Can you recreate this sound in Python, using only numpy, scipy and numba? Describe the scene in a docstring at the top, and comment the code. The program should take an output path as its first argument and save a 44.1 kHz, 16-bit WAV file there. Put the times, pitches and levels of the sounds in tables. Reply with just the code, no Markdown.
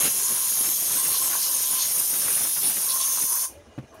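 """A blow gun cleans a steel motor housing, turned in the hand close to the microphone in a small concrete room.
The jet hisses through the nozzle's resonances, flares briefly, rushes over the metal and sounds its
hollow; air thrown back buffets the microphone. The valve shuts, the room rings briefly, and the part
is put down on a padded board with a dull thump and some faint ringing."""
import sys
import numpy as np
from scipy import signal
from scipy.io import wavfile
from scipy.ndimage import uniform_filter1d, map_coordinates
from numba import njit

SR = 44100
rng = np.random.default_rng(int(sys.argv[2]) if len(sys.argv) > 2 else 0)


def to_wav(sig):
    """Store sig (one row per channel, or 1-D mono) as 16-bit WAV at the path in sys.argv[1].

    Samples outside -1..1 are clipped; the rate is SR.
    """
    pcm = np.clip(np.atleast_2d(sig), -1, 1) * 32767
    pcm = np.round(pcm).astype(np.int16)
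    wavfile.write(sys.argv[1], SR, pcm.T)  # frames by channels


N = 176400
T = np.arange(N) / SR


def from_db(db):
    """Decibels to gain."""
    return 10 ** (np.asarray(db) / 20)


def rms_one(x):
    """Scale to unit power."""
    return x / np.sqrt(np.mean(x ** 2) + 1e-20)


def evened(x, window_s=.02):
    """Hold the level of a narrow sound steady from moment to moment."""
    return x / np.sqrt(uniform_filter1d(x ** 2, int(window_s * SR)) + 1e-6)


def level(rows):
    """Gain over time from rows of seconds and dB."""
    return from_db(np.interp(T, *np.transpose(rows)))


def swell(peak_s, half_s):
    """Bell-shaped rise and fall."""
    return np.exp(-.5 * ((T - peak_s) / half_s) ** 2)


def drift(rate_hz):
    """Smooth random wander with spread 1."""
    r = np.exp(-40 * np.pi * rate_hz / SR)
    slow = signal.lfilter([1], [1, -2 * r, r * r], rng.standard_normal(N // 20 + 4002))[4000:]
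    return np.interp(np.arange(N) / 20, np.arange(len(slow)), rms_one(slow))


def flutter(depth_db, rate_hz):
    """Turbulent gain of unit power."""
    return rms_one(from_db(depth_db * drift(rate_hz)))


@njit
def resonate(x, angle, r):
    """Two-pole resonance with a moving centre."""
    y = np.zeros(len(x))
    for i in range(2, len(x)):
        y[i] = x[i] - x[i - 2] + 2 * r * np.cos(angle[i]) * y[i - 1] - r * r * y[i - 2]
    return y


def blown(hz, width_hz):
    """Turbulence twice through one resonance; unit power."""
    angle = 2 * np.pi * hz / SR * np.ones(N)
    r = np.exp(-np.pi * width_hz / SR)
    return rms_one(resonate(resonate(rng.standard_normal(N), angle, r), angle, r))


def filtered_noise(order, hz, kind, length=N):
    """White noise through a low-, high- or band-pass."""
    return signal.sosfilt(signal.butter(order, hz, kind, fs=SR, output="sos"), rng.standard_normal(length))


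def banded_noise(colour, patchy_db):
    """Noise in bands, narrow in the treble, each flickering on its own; unit power."""
    edges = np.r_[np.geomspace(25, 2500, 15), np.arange(3000, 16600, 450)]
    hz, db = np.transpose(colour)
    out = 0
    for low, high in zip(edges, edges[1:]):
        band_db = np.interp(np.log(low * high) / 2, np.log(hz), db)
        out += filtered_noise(2, [low, high], "band") * from_db(band_db + patchy_db * drift(21))
    return rms_one(out)


def room(x, dull_t60_s=.26, bright_t60_s=.22, split_hz=3500, first_echo_s=.012):
    """A diffuse tail between the concrete walls; the treble dies first."""
    age = T[:SR // 2]
    dull = filtered_noise(4, split_hz, "low", len(age)) * from_db(-60 * age / dull_t60_s)
    bright = filtered_noise(4, split_hz, "high", len(age)) * from_db(-60 * age / bright_t60_s)
    tail = (dull + bright) * (age > first_echo_s)
    return signal.fftconvolve(x, tail / np.linalg.norm(tail))[:N]


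def close_echoes(x, nearest_s=.001, farthest_s=.0058, sway_s=.00009):
    """Echoes off hands, legs and board sway as the part turns and comb the hiss; its power is kept."""
    out = x.copy()
    for lag in np.geomspace(nearest_s, farthest_s, 7):
        delay = lag * rng.uniform(.9, 1.1) + sway_s * drift(1.3)
        out += from_db(-13.5) * rng.choice([-1, 1]) * map_coordinates(x, [(T - delay) * SR], order=3)
    return rms_one(out) * np.std(x)


# Cloth and hose rustling near the microphone. Each row: time in seconds, level in dB.
RUSTLE_LEVELS = [(3.44, -79), (3.5, -49.5), (3.58, -50), (3.63, -53), (3.69, -52), (3.9, -52.5),
                 (3.95, -50)]
# The rustle's colour. Each row: frequency in Hz, relative density in dB.
RUSTLE_SPECTRUM = [(30, -3), (75, 10.5), (140, -14), (300, 1.5), (600, 1.5), (1300, -10.5), (3000, -16),
                   (4800, -21.5), (6400, -15), (8000, -29.5), (9500, -22), (13000, -36), (16000, -36)]
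# The housing's modes under the fingers. Each row: frequency in Hz, relative level in dB.
STEEL_MODES = [(1650, 0.5), (2010, -4), (2440, 0.5), (2900, -2)]
# Faint rings in the handling. Each row: peak in seconds, half length in seconds, pitch in Hz, level in dB.
FAINT_RINGS = [(3.584, 0.026, 579, -49.5), (3.688, 0.014, 230, -53.5), (3.715, 0.025, 2870, -66),
               (3.905, 0.02, 6200, -64), (3.941, 0.011, 1055, -51.5), (3.972, 0.02, 2920, -65),
               (3.976, 0.051, 646, -52)]
def handling(steel_q=55, ring_q=17, wisp_s=3.944, wisp_decay_s=.021):
    """Cloth and hose rustle, fingers rub the steel, faint rings sound and a last wisp of air escapes."""
    steel = sum(from_db(db) * blown(hz, hz / steel_q) * flutter(4.5, rate_hz=20) for hz, db in STEEL_MODES)
    rustle = level(RUSTLE_LEVELS) * (banded_noise(RUSTLE_SPECTRUM, patchy_db=2.5) + from_db(-18) * steel)
    rings = sum(from_db(db) * swell(s, half) * evened(blown(hz, hz / ring_q))
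                for s, half, hz, db in FAINT_RINGS)
    wisp_fade = (T > wisp_s) * np.exp(-np.maximum(T - wisp_s, 0) / wisp_decay_s)
    wisp = from_db(-57) * wisp_fade * blown(12000, width_hz=11000)
    return rustle + rings + wisp


# The part landing on the board. Each row: start in seconds, relative level in dB.
CONTACTS = [(3.7785, -32), (3.7853, -28), (3.8268, -47), (3.8377, -42.5)]
# The padded board's modes. Each row: frequency in Hz, relative level in dB, seconds to fall 60 dB.
BOARD_MODES = [(133.5, -0.5, 0.11), (227, 5.5, 0.051), (290, 2.5, 0.03), (516, -3, 0.045),
               (640, -16, 0.045), (1195, -21, 0.059)]
def thump(attack_s=.0008, scuff_decay_s=.01):
    """Each soft contact rings the board's modes and scuffs its cloth, with a faint bright tick."""
    out = np.zeros(N)
    for start, db in CONTACTS:
        age = np.maximum(T - start, 0)
        body = sum(from_db(mode_db - 60 * age / t60) * np.sin(2 * np.pi * hz * age)
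                   for hz, mode_db, t60 in BOARD_MODES)
        scuff = from_db(-13) * rms_one(filtered_noise(3, 2300, "low"))
        tick = from_db(-32) * blown(8000, width_hz=14000)
        surface = (scuff + tick) * np.exp(-age / scuff_decay_s)
        out += from_db(db) * (surface - body) * (1 - np.exp(-age / attack_s))
    return out


# Low puffs on the microphone. Each row: peak in seconds, half length in seconds, level in dB.
MIC_PUFFS = [(0.065, 0.014, -36.5), (0.319, 0.018, -42), (0.657, .03, -49), (0.942, 0.03, -47),
             (1.07, 0.02, -46), (2.454, .014, -46), (2.67, 0.042, -44), (2.778, 0.016, -47),
             (3.24, 0.011, -44)]
def puffs():
    """Air thrown back by the part buffets the microphone."""
    gusts = sum(from_db(db) * swell(s, half) for s, half, db in MIC_PUFFS)
    return gusts * evened(blown(186, width_hz=303))


# Air rushing over the metal. Each row: time in seconds, relative level in dB.
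RUSH_LEVELS = [(0.0, -36.5), (0.08, -32), (0.1, -46.5), (0.23, -43), (0.26, -51), (0.31, -42),
               (0.44, -48.5), (0.67, -40.5), (0.76, -48.5), (0.94, -40.5), (1.03, -45), (1.07, -39.5),
               (1.2, -47.5), (1.23, -39.5), (1.29, -44.5), (1.35, -41), (1.44, -49.5), (1.49, -45.5),
               (1.68, -49.5), (1.74, -40.5), (1.77, -45.5), (2.01, -43.5), (2.07, -50), (2.15, -39.5),
               (2.17, -43), (2.29, -38.5), (2.33, -41), (2.45, -40), (2.54, -53), (2.58, -42),
               (2.61, -53.5), (2.63, -42.5), (2.71, -39.5), (2.74, -52), (2.78, -41.5), (2.79, -45.5),
               (3.21, -48.5), (3.24, -42.5), (3.29, -59), (3.31, -48), (3.33, -49.5), (3.44, -52.5)]
# The rush's colour. Each row: frequency in Hz, relative density in dB.
RUSH_SPECTRUM = [(30, -19), (70, -9), (140, -1.5), (300, -1), (700, -1.5), (1500, -2.5), (2800, -3),
                 (5000, -15.5), (9000, -8.5)]
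def rush():
    """The jet breaks into broad, fluttering turbulence on the housing."""
    turbulence = banded_noise(RUSH_SPECTRUM, patchy_db=2.96) * flutter(depth_db=2, rate_hz=240)
    return from_db(4) * level(RUSH_LEVELS) * turbulence


# Air spraying off the steel. Each row: time in seconds, relative level in dB.
SPRAY_LEVELS = [(0.06, -37), (0.17, -42.5), (0.32, -38.5), (0.8, -40), (1.0, -35.5), (1.06, -40),
                (1.3, -39), (1.6, -39), (1.82, -34), (1.9, -44), (2.29, -40.5), (2.53, -40), (2.6, -44),
                (2.64, -34.5), (2.82, -44), (3.07, -44), (3.19, -39), (3.26, -53.5), (3.44, -55)]
def spray():
    """Air glances off the steel in one wide band of hiss."""
    return from_db(-2.5) * level(SPRAY_LEVELS) * blown(3570, width_hz=2400)


# The housing's cavity resonances. Each row: centre in Hz, width in Hz, relative level in dB.
HOLLOW_MODES = [(1043, 90, 0.5), (1140, 550, -11.5), (1560, 200, -14)]
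# How strongly the jet sounds them. Each row: time in seconds, level in dB.
HOLLOW_LEVELS = [(.15, -51), (.27, -42), (.34, -46.5), (.44, -45.5), (.52, -52), (.88, -64), (.99, -41),
                 (1.06, -50), (1.145, -38.5), (1.185, -53), (1.22, -40), (1.275, -43), (1.31, -46.5),
                 (1.355, -35), (1.41, -49.5), (1.5, -43), (1.61, -52), (1.78, -40.5), (1.88, -59),
                 (2.75, -62), (2.94, -38), (3.02, -42.5), (3.15, -50.5), (3.185, -38.5), (3.23, -55),
                 (3.32, -39.5), (3.37, -39.5), (3.42, -50), (3.46, -35)]
def hollow(wander_hz=12):
    """Aimed inside the housing, the jet sounds its hollow."""
    cavity = sum(from_db(db) * blown(hz + wander_hz * drift(3.2), width) for hz, width, db in HOLLOW_MODES)
    return level(HOLLOW_LEVELS) * evened(cavity) * flutter(depth_db=1.9, rate_hz=190)


# Brief swells of hiss. Each row: peak in seconds, half length in seconds, centre in Hz, width in Hz,
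# level in dB.
HISS_FLARES = [(0.061, .015, 2900, 4000, -31.5), (0.202, .035, 7400, 900, -36),
               (.32, 0.028, 10470, 700, -30), (.68, .03, 7500, 1500, -34.5), (1.0, 0.1, 8620, 900, -32.5),
               (1.16, .03, 4270, 2210, -32), (1.25, .035, 8300, 1810, -31), (1.44, 0.037, 5000, 2000, -31),
               (1.82, 0.024, 4240, 2300, -30), (2.326, 0.053, 10600, 700, -35),
               (2.669, 0.025, 9900, 900, -21.5), (2.911, .016, 4240, 2190, -31.5),
               (3.023, 0.021, 3660, 2600, -34)]
def flares():
    """Bands of hiss swell briefly: mid-range flares and shrill bursts of the jet's core."""
    return sum(from_db(db) * swell(s, half) * blown(hz, width) for s, half, hz, width, db in HISS_FLARES)


# The nozzle's thin whistle. Each row: time in seconds, level in dB.
THIN_WHISTLE_LEVELS = [(0.0, -30), (0.25, -34), (0.65, -31), (0.8, -27), (0.88, -32), (1.12, -30),
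                       (1.6, -31), (1.72, -34.5), (2.08, -29), (2.25, -33), (3.4, -33), (3.45, -46)]
def thin_whistle(start_hz=12630, sag_hz_per_s=190, wander_hz=65):
    """A narrow nozzle resonance sinks with the pressure and fades just before the valve shuts."""
    hz = start_hz - sag_hz_per_s * T + wander_hz * drift(6.9)
    return level(THIN_WHISTLE_LEVELS) * blown(hz, width_hz=320) * flutter(depth_db=1, rate_hz=30)


# The nozzle's lower whistle. Each row: time in seconds, relative level in dB.
LOW_WHISTLE_LEVELS = [(0.0, -28.5), (0.1, -30), (0.12, -38), (0.25, -28), (0.34, -39), (0.44, -31.5),
                      (1.2, -35.5), (1.61, -33), (1.77, -38), (1.82, -26), (1.9, -37), (2.67, -43.5),
                      (3.1, -29.5), (3.44, -33.5)]
def low_whistle(start_hz=6600, sag_hz_per_s=82):
    """A breathy resonance sinks as the pressure drops."""
    return from_db(-1.5) * level(LOW_WHISTLE_LEVELS) * blown(start_hz - sag_hz_per_s * T, width_hz=740)


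# The free jet's hiss from close by. Each row: frequency in Hz, relative density in dB.
JET_SPECTRUM = [(100, -43), (700, -15), (2000, -22), (3200, -12.5), (4400, -11), (5400, 1), (7000, -1),
                (7950, -10), (8400, -2), (8950, 7), (10700, 4), (11400, 1), (12500, 3), (13200, 2.5),
                (14050, -7.5), (14900, -7), (15600, -4)]
# The jet's shrill core. Each row: time in seconds, relative level in dB, centre in Hz.
JET_CORE = [(0.0, -25, 10000), (0.08, -24, 10000), (0.12, -28.5, 10220), (0.68, -28, 10350),
            (0.8, -40, 10300), (0.88, -29, 10230), (1.48, -33, 10200), (1.54, -27, 10150),
            (1.61, -28, 9200), (1.69, -42, 10100), (1.71, -26, 10100), (1.8, -36, 9630), (1.91, -37, 10200),
            (1.918, -27.5, 10400), (1.98, -25, 9400), (2.05, -32, 9470), (2.36, -24, 10290),
            (2.61, -33.5, 10300), (2.68, -31, 9900), (2.73, -32.5, 10200), (3.05, -28.5, 10000),
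            (3.19, -34.5, 9600), (3.24, -21.5, 10070), (3.27, -41, 9940), (3.329, -25, 9660),
            (3.37, -37, 10300), (3.429, -29.5, 9430)]
def jet(core_wander_hz=159, shriek_wander_hz=560):
    """Broad hiss, a shrill core, a shriek darting about it as the jet grazes steel, and the low whistle."""
    hiss = from_db(-26.5) * banded_noise(JET_SPECTRUM, patchy_db=1.6)
    times, db, hz = np.transpose(JET_CORE)
    core_db, core_hz = np.interp(T, times, db), np.interp(T, times, hz)
    core = blown(core_hz + core_wander_hz * drift(28), width_hz=1300)
    core *= from_db(core_db - 2.5) * flutter(depth_db=2.5, rate_hz=42)
    shriek = blown(core_hz + shriek_wander_hz * drift(2.67), width_hz=380)
    shriek *= from_db(core_db - 5) * flutter(depth_db=3.5, rate_hz=25)
    return (hiss + core + shriek + low_whistle()) * flutter(depth_db=.4, rate_hz=66)


def scene(shut_s=3.448, shut_db_per_s=410):
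    """Air fills the small room until the valve shuts; then the part is put down."""
    valve = from_db(-shut_db_per_s * np.maximum(T - shut_s, 0))
    nozzle = close_echoes(jet()) + thin_whistle()
    housing = rush() + hollow() + close_echoes(spray() + flares())
    air = valve * (nozzle + valve * housing)  # the air on the metal dies twice as fast
    return (air + from_db(-13.5) * room(air) + puffs() + thump() + handling())[None]


def record(dry, bass_hz=48, top_hz=15740):
    """One close microphone loses the deep bass; the top is cut steeply."""
    thin = signal.sosfilt(signal.butter(3, bass_hz, "high", fs=SR, output="sos"), dry)
    return signal.sosfilt(signal.ellip(14, .1, 80, top_hz, fs=SR, output="sos"), thin)


dry = scene()
out = record(dry)
to_wav(out)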